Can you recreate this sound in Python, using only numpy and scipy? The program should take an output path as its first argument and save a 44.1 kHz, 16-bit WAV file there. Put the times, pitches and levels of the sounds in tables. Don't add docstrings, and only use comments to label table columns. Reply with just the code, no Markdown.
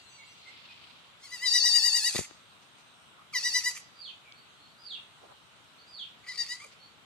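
import sys
import numpy as np
from scipy import signal
from scipy.fft import rfft, irfft, next_fast_len
from scipy.io import wavfile
from scipy.ndimage import uniform_filter1d

SR = 44100
rng = np.random.default_rng(int(sys.argv[2]) if len(sys.argv) > 2 else 0)


def store_wav(level_fs):
    pcm = np.round(np.clip(np.atleast_2d(level_fs), -1, 1) * 32767)
    wavfile.write(sys.argv[1], SR, pcm.T.astype(np.int16))


N = 310893
TIME = np.arange(N) / SR

# pitch_hz, relative level_db (per Hz)
HISS_SPECTRUM = [(15, -69), (25, -63), (98, -3.5), (381, -11), (498, -9), (540, -9), (1370, -2),
                 (1750, -9.5), (2980, -5.5), (3790, -5.5), (4960, -17.5), (8460, -20.5), (9160, -24),
                 (13700, -31), (14800, -51)]
# pitch_hz, difference_db
HISS_LEAN = [(60, 13), (200, 12.5), (370, 10.5), (680, -2), (1300, 1.5), (3000, -0.5), (8000, -4),
             (14000, 3)]
# pitch_hz, correlation (0-1)
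HISS_LIKENESS = [(130, 0.46), (630, 0.58), (1400, 0), (14000, 0.046)]
HISS_DB, HISS_PATCHY_DB = -57.35, 2

# pitch_hz, level_db (before its flutter)
WHINE_PARTIALS = [(2762, -60), (4129, -61.5), (4587, -63.5), (5040, -74), (5959, -67.5), (6900, -71),
                  (7989, -67)]
WHINE_STOP_S, WHINE_FALL_DB_PER_S = 0.5, 450

# middle_s, length_s, centre_hz, width_octaves,
# level_db (rms before the swell)
RUSTLES = [(.2, 0.92, 3120, 0.57, -61.5), (0.697, 0.91, 3160, 0.54, -55), (1.106, 0.29, 3160, 0.38, -64),
           (2.633, 0.047, 4480, .7, -64), (2.797, 0.063, 4500, 0.84, -64),
           (3.202, 0.063, 1180, 0.23, -56.5), (4.323, 0.002, 3500, 0.56, -44), (5.244, .08, 557, 1, -55),
           (5.312, 0.076, 714, 1, -55), (6.655, 0.053, 520, 0.22, -59.5), (6.726, 0.034, 2600, 1, -54.5)]

# time_s from its middle, pitch_hz, relative level_db
WHISTLE_SHAPE = [(-.095, 4850, -11), (-.06, 5090, -6.5), (0, 4600, 4.5), (.022, 4180, 4.5),
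                 (.042, 3520, 8.5), (.1, 2546, -3.5)]
# middle_s, level_db (added to the shape), length_factor, pitch_factor
WHISTLES = [(4.028, -52, 0.84, 0.96), (4.875, -49.5, 1.0, 0.98), (5.957, -52.5, 0.96, 0.97)]
# start_s, length_s, start_pitch_hz, end_pitch_hz, level_db (before the stereo trim)
CHIRPS = [(0.084, 0.068, 6320, 5800, -62), (.165, 0.075, 2266, 2090, -55),
          (0.451, 0.049, 2136, 2100, -50.5), (0.681, 0.041, 2530, 2405, -51.5),
          (4.235, 0.085, 2470, 2180, -57.5), (4.336, .08, 4280, 4550, -62), (4.558, 0.16, 4070, 4500, -64),
          (5.779, 0.03, 4180, 4770, -56), (6.78, 0.083, 4340, 4520, -58)]
# pitch_hz, t60_s
YARD_T60 = [(300, 0.1), (2000, 0.56), (5000, 0.52), (12000, 0.22)]

# pitch_hz, relative level_db
MOUTH_RESONANCE = [(500, -82), (950, -30), (1200, 5), (1500, -12), (1750, -26.5), (2000, 4), (2350, 3.5),
                   (2900, -17.5), (3300, -3.5), (4200, -35.5)]
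SHRILL_RESONANCE = [(3000, -62), (3450, -21), (3900, -4), (4200, -0.5), (4650, 8), (4950, -2), (5300, 1),
                    (5750, 1.5), (6200, -15), (7000, -52)]
OVERTONE_RESONANCE = [(5500, -11), (6300, 8), (6700, 2.5), (7600, 2.5), (8300, -5), (9200, -0.5),
                      (10200, -7.5), (11600, -10.5), (13000, -25.5), (14500, -45.5)]
# time_s, effort_db
PUSH_LONG = [(1.19, -66), (1.24, -54), (1.33, -47), (1.442, -43.5), (1.468, -22), (1.76, -22.5),
             (1.87, -24), (2.075, -29.5), (2.19, -43.5), (2.27, -67)]
PUSH_SHORT = [(3.323, -55), (3.342, -37.5), (3.38, -30.5), (3.57, -27), (3.688, -34.5), (3.735, -46),
              (3.785, -70), (3.821, -76)]
PUSH_SOFT = [(6.234, -63), (6.289, -44), (6.365, -36), (6.41, -26.5), (6.45, -38.5), (6.525, -36.5),
             (6.6, -57.5), (6.66, -66), (6.7, -70)]
# time_s, pitch_hz, mouth_level_db,
# following_dip_factor (on the usual depth), roughness (0-1)
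CRESTS_LONG = [(1.252, 1103, -56, 1.3, 0.23), (1.333, 1003, -42, 1.05, 0.09),
               (1.446, 1022, -31.5, 0.88, 0.06), (1.561, 978, -32, 0.82, 0.06), (1.666, 967, -31, 0.55, 0),
               (1.761, 952, -33.5, 0.72, 0.18), (1.865, 960, -32, 0.79, 0), (1.966, 962.3, -34, 1.19, 0.07),
               (2.071, 970, -33.5, 1.37, 0.1), (2.168, 930, -39, 0.68, 0.64)]
CRESTS_SHORT = [(3.362, 959, -30, 1.3, 0.1), (3.465, 978.5, -30.5, 1.06, 0.085),
                (3.564, 998.6, -28, 1.48, 0.058), (3.675, 992.4, -28.5, 1.2, 0.082),
                (3.775, 927, -50, 0.7, 0.78)]
CRESTS_SOFT = [(6.303, 1016, -40.5, 0.96, 0.38), (6.406, 945.3, -38, .85, 0.11),
               (6.519, 977, -39, 0.81, 0.13), (6.631, 1180, -44, 0.79, 0.58)]
# effort_drop_db, mouth_drop_db,
# added_roughness (0-1), dip_narrowness (power), opening_yelp (share of pitch), brightness_db
MANNERS = [(8, 18.5, .08, 0.96, 0.068, -13), (11.5, 24, 0.31, 1.4, 0.95, -14),
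           (15, 17.5, 0.97, 1.1, 0.25, -19)]
# size_factor on the resonances, shrill_lean_db to the left,
# fundamental_db, lower_shrill_flank_db, upper_shrill_peak_db, top_octave_db
POSES = [(1.001, 6.5, -6, 0.5, -4, -0.5), (0.986, 4.5, -3.5, -5, 2.5, 2), (0.983, 4.5, -5, -3.5, -8.5, -4)]
QUAVER_HZ, SAG_SHARE = 9.6, 0.1
MOUTH_NARROWNESS = 0.87
YELP_S = 0.011
MOUTH_OVER_DB = 13.5
BRIGHTEN_DB = 14.5
BRIGHT_PER_DB = 0.3946
FULL_EFFORT_DB = -28.5

# time_s, peak_db (before the low cut), half_length_s
KNOCKS = [(2.1499, -22, 0.00061), (2.1582, -18, 0.00084), (2.184, -25.5, 0.00023), (2.1914, -14, 0.00092),
          (2.202, -30, 0.0024), (2.211, -28, 0.0013), (2.311, -31.5, 0.00017)]
# start_s, length_s, level_db (rms while held)
INSECT_SONGS = [(2.25, 0.94, -73), (4.913, 0.81, -76.5), (6.1, 0.66, -88)]
EDGE_HZ = 14350


def gain_of(db):
    return 10 ** (np.asarray(db) / 20)


def evened(x):
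    return x / np.sqrt(np.mean(x ** 2) + 1e-20)


def steadied(x, size=500):
    power = uniform_filter1d(uniform_filter1d(x ** 2, size), size)
    return x / np.sqrt(abs(power) + 1e-12)


def read(points, hz):
    f, value = np.transpose(points)
    return np.interp(np.log(hz + 1), np.log(f + 1), value)


def coloured(x, points):
    size = next_fast_len(len(x) + 1024)
    gain = gain_of(read(points, np.fft.rfftfreq(size, 1 / SR)))
    return irfft(rfft(x, size) * gain, size)[:len(x)]


def wander(count, hz):
    size = next_fast_len(count)
    rolloff = 1 + (np.fft.rfftfreq(size, 1 / SR) / hz) ** 2
    return evened(irfft(rfft(rng.standard_normal(size)) / rolloff, size)[:count])


def add(mix, s, sound):
    part = mix[max(round(s * SR), 0):][:len(sound)]
    part += sound[:len(part)]


def low_cut(x, order):
    return signal.sosfilt(signal.butter(order, 60, "high", fs=SR, output="sos"), x)


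def hiss():
    frames, hz = N // 256 + 5, np.fft.rfftfreq(1024, 1 / SR)
    a, b, c, d, patches = rng.standard_normal((frames, len(hz), 5)).T
    patches = uniform_filter1d(uniform_filter1d(patches, size=14, axis=0), size=14, axis=1)
    patches = evened(patches) * (hz / (hz + 1500))[:, None]
    same = np.clip(read(HISS_LIKENESS, hz), -1, 1)[:, None]
    lean = gain_of(read(HISS_LEAN, hz) / 2)[:, None]
    left = a + 1j * b
    right = same * left + np.sqrt(1 - same ** 2) * (c + 1j * d)
    z = np.array([left * lean, right / lean])
    z *= gain_of(read(HISS_SPECTRUM, hz)[:, None] + HISS_PATCHY_DB * patches)
    sound = signal.istft(z, nperseg=1024, noverlap=768)[1][:, :N]
    return gain_of(HISS_DB) * evened(low_cut(sound, 4))


def whine(width_hz=10):
    t, out = TIME[:SR], np.zeros((2, N))
    fade = gain_of(-WHINE_FALL_DB_PER_S * np.maximum(t - WHINE_STOP_S, 0))
    for side in out:
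        for hz, db in WHINE_PARTIALS:
            flutter = 0.46 + 0.92 * wander(len(t), width_hz)
            tone = np.sin(2 * np.pi * (hz * t + rng.random()))
            add(side, 0, fade * gain_of(db) * flutter * tone)
    return out


def rustles():
    out = np.zeros((2, N))
    for s, length, hz, octaves, db in RUSTLES:
        count = int(length * SR) + 64
        distance = np.log2((np.fft.rfftfreq(count, 1 / SR) + 1) / hz)
        band = np.exp(-0.5 * abs(distance / octaves) ** 3)
        swell = np.hanning(count) ** 0.5
        for side in out:
            grains = rng.standard_normal(count) * gain_of(2.6 * wander(count, 66))
            noise = evened(irfft(rfft(grains) * band, count))
            add(side, s - length / 2, gain_of(db) * noise * swell)
    return out


def bird(overtone_db=-28, echo_db=-3):
    song = np.zeros(N)
    at, pitch, shape_db = np.transpose(WHISTLE_SHAPE)
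    for s, db, stretch, lift in WHISTLES:
        t = np.arange(at[0], at[-1], 1 / (SR * stretch))
        hz = lift * np.interp(t, at, pitch) * (1 + 0.0057 * wander(len(t), 140))
        phase = 2 * np.pi * np.cumsum(hz) / SR
        note = np.sin(phase) + gain_of(overtone_db) * np.sin(2 * phase)
        note = note * gain_of(3.7 * wander(len(t), 57))
        add(song, s + at[0] * stretch, gain_of(db + np.interp(t, at, shape_db)) * note)
    for s, length, start_hz, end_hz, db in CHIRPS:
        hz = np.linspace(start_hz, end_hz, int(length * SR))
        hz = hz * (1 + 0.02 * wander(len(hz), 150))
        chirp = np.sin(2 * np.pi * np.cumsum(hz) / SR) * signal.windows.tukey(len(hz), 0.7)
        add(song, s, gain_of(db) * chirp)
    stereo_trim_db = [[-2], [-1]]
    return song * gain_of(stereo_trim_db) + gain_of(echo_db) * yard(song, stretch=0.6)


def yard(x, stretch=0.96):
    shape = (2, SR // 2)
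    taps = rng.standard_normal(shape) * (rng.random(shape) < 0.06) * (TIME[:SR // 2] > 0.012)
    hz, t, z = signal.stft(taps, SR, nperseg=256)
    z = z * gain_of(-60 * t / (stretch * read(YARD_T60, hz)[:, None]))
    tail = signal.istft(z, SR, nperseg=256)[1]
    return signal.fftconvolve(x[None], tail / np.linalg.norm(tail[0]), axes=1)[:, :N]


def goat():
    voice, left, right = np.zeros((3, N))
    pushes = (PUSH_LONG, PUSH_SHORT, PUSH_SOFT)
    crest_tables = (CRESTS_LONG, CRESTS_SHORT, CRESTS_SOFT)
    for push, crests, manner, pose in zip(pushes, crest_tables, MANNERS, POSES):
        size, lean_db, *colour_db = pose
        s, sound = bleat(push, crests, manner, size, *colour_db)
        # pitch_hz, gain_db on the left and cut on the right
        lean = np.array([(1000, 1.5), (2000, 0.6), (2900, -2.5), (3900, 2.5), (4700, lean_db),
                         (6000, -1.0), (7800, -4.0), (10000, 0.0), (13000, 2.0)])
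        add(voice, s, sound)
        add(left, s, coloured(sound, lean))
        add(right, s, coloured(sound, lean * [1, -1]))
    thrown = coloured(voice, [(1000, 0), (2000, -4.5), (4500, 0.5), (14000, 3.5)])
    direct = np.array([left, phase_shifted(right)])
    return direct + gain_of(-7) * reflections(thrown) + gain_of(-15) * yard(thrown)


def bleat(push, crests, manner, size, fundamental_db, lower_db, upper_db, top_db,
          rough_jitter=0.038, jitter_hz=200, air_db=-1, mouth_noise=0.27, high_noise=1.4):
    t = np.arange(push[0][0], push[-1][0], 1 / SR)
    hz, effort_db, mouth_db, bright_db, rough = quaver(t, push, crests, manner)
    jitter = 0.002 + rough_jitter * rough
    turns = np.cumsum(hz * (1 + jitter * wander(len(t), jitter_hz))) / SR
    folds = np.zeros(len(t))
    for k in range(1, 17):
        harmonic = np.cos(2 * np.pi * (k * turns + rng.random()))
        folds += harmonic * gain_of(3.02 * wander(len(t), 36)) * (k * hz < SR / 2)
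    tone = (1 - rough) * evened(folds)
    puffs = 1 + 0.5 * np.cos(2 * np.pi * turns)
    air = evened(puffs * rng.standard_normal(len(t)))
    noise = gain_of(air_db) * (0.008 + rough ** 1.5) * air
    mouth = steadied(coloured(tone + mouth_noise * noise, np.array(MOUTH_RESONANCE) * [size, 1]))
    shrill = steadied(coloured(tone + noise, np.array(SHRILL_RESONANCE) * [size, 1]))
    overtones = steadied(coloured(tone + high_noise * noise, OVERTONE_RESONANCE))
    voice = gain_of(mouth_db) * mouth + shrill + gain_of(bright_db) * overtones
    voice = coloured(voice, [(1150, fundamental_db), (1700, 0), (3000, 0), (3900, lower_db), (4500, 0),
                             (5000, 0), (5800, upper_db), (6700, 0), (9000, 0.0013), (12000, top_db)])
    shimmer = gain_of((0.7 + 3 * rough) * wander(len(t), 70))
    return t[0], gain_of(effort_db) * shimmer * voice * signal.windows.tukey(len(t), 0.02)


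def quaver(t, push, crests, manner):
    drop_db, mouth_drop_db, rasp, narrowness, yelp, tint_db = manner
    s, crest_hz, crest_db, depths, crest_rough = np.transpose(crests)
    outside = t - np.clip(t, s[0], s[-1])
    cycle = np.interp(t, s, np.arange(len(s))) + QUAVER_HZ * outside
    swing = np.sin(np.pi * cycle) ** 2
    dip = swing ** narrowness * depths[np.clip(cycle.astype(int), 0, len(s) - 1)]
    age = t - t[0]
    hz = np.interp(t, s, crest_hz) * (1 - SAG_SHARE * dip) * (1 + yelp * np.exp(-age / YELP_S))
    effort_db = np.interp(t, *np.transpose(push)) - drop_db * dip
    mouth_db = np.interp(t, s, crest_db) - mouth_drop_db * swing ** MOUTH_NARROWNESS
    mouth_over_db = np.minimum(mouth_db - effort_db, MOUTH_OVER_DB)
    bright_db = tint_db + BRIGHTEN_DB * (age / age[-1]) ** 2
    bright_db = bright_db + BRIGHT_PER_DB * (FULL_EFFORT_DB - effort_db)
    rough = np.clip(np.interp(t, s, crest_rough) + rasp * dip ** 2, 0, 1)
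    return hz, effort_db, mouth_over_db, bright_db, rough


def phase_shifted(x):
    size = next_fast_len(N)
    shift = [(2000, 0.2), (3000, 1.6), (4700, 1.25), (8000, 1.56), (14000, 1.36)]  # pitch_hz, radians
    radians = read(shift, np.fft.rfftfreq(size, 1 / SR))
    return irfft(rfft(x, size) * np.exp(-1j * radians), size)[:N]


def reflections(x, count=10):
    taps = np.zeros((2, SR // 8))
    for side in taps:
        delay_s = np.geomspace(0.003, 0.03, count) * rng.uniform(0.85, 1.15, count)
        strength = evened(delay_s ** -0.3) / np.sqrt(count)
        side[(delay_s * SR).astype(int)] = rng.choice([-1, 1], count) * strength
    return signal.fftconvolve(x[None], taps, axes=1)[:, :N]


def knocks(right_db=-25, ring_hz=335, ring_t60_s=0.028, ring_db=-10):
    out, t = np.zeros(N), np.arange(-SR // 50, SR // 20) / SR
    after = np.maximum(t, 0)
    ring = gain_of(ring_db - 60 * after / ring_t60_s) * np.sin(2 * np.pi * ring_hz * after)
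    for s, db, half_length in KNOCKS:
        u = t / half_length
        push_in = -np.exp(-3 * abs(u) ** 1.48)
        swing_back = 0.33 * np.exp(-((u - 2.2) / 1.36) ** 2)
        add(out, s + t[0], gain_of(db) * (push_in + swing_back + ring))
    return low_cut(out, 2) * gain_of([[0], [right_db]])


def insect(hz=8500, width_hz=110, fade_share=0.18):
    level = np.zeros(N)
    for s, length, db in INSECT_SONGS:
        add(level, s, gain_of(db) * signal.windows.tukey(int(length * SR), fade_share))
    carrier = np.sin(2 * np.pi * hz * TIME)
    return level * np.array([evened(wander(N, width_hz) * carrier) for _ in range(2)])


def scene():
    return hiss() + whine() + rustles() + bird() + goat() + knocks() + insect()


def record(dry, threshold_db=-25, squeeze=0.07, recovery_db_per_s=150):
    power_db = 10 * np.log10(abs(uniform_filter1d((dry ** 2).mean(0), size=200)) + 1e-12)
    fall = TIME * recovery_db_per_s
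    held_db = np.maximum.accumulate(power_db + fall) - fall
    over_db = np.maximum(held_db - threshold_db, 0)
    ducked = dry / gain_of(squeeze * uniform_filter1d(over_db, size=200))
    band = signal.firwin(511, EDGE_HZ, window=("kaiser", 9), fs=SR)
    return signal.oaconvolve(ducked, band[None], "same")


dry = scene()
out = record(dry)
store_wav(out)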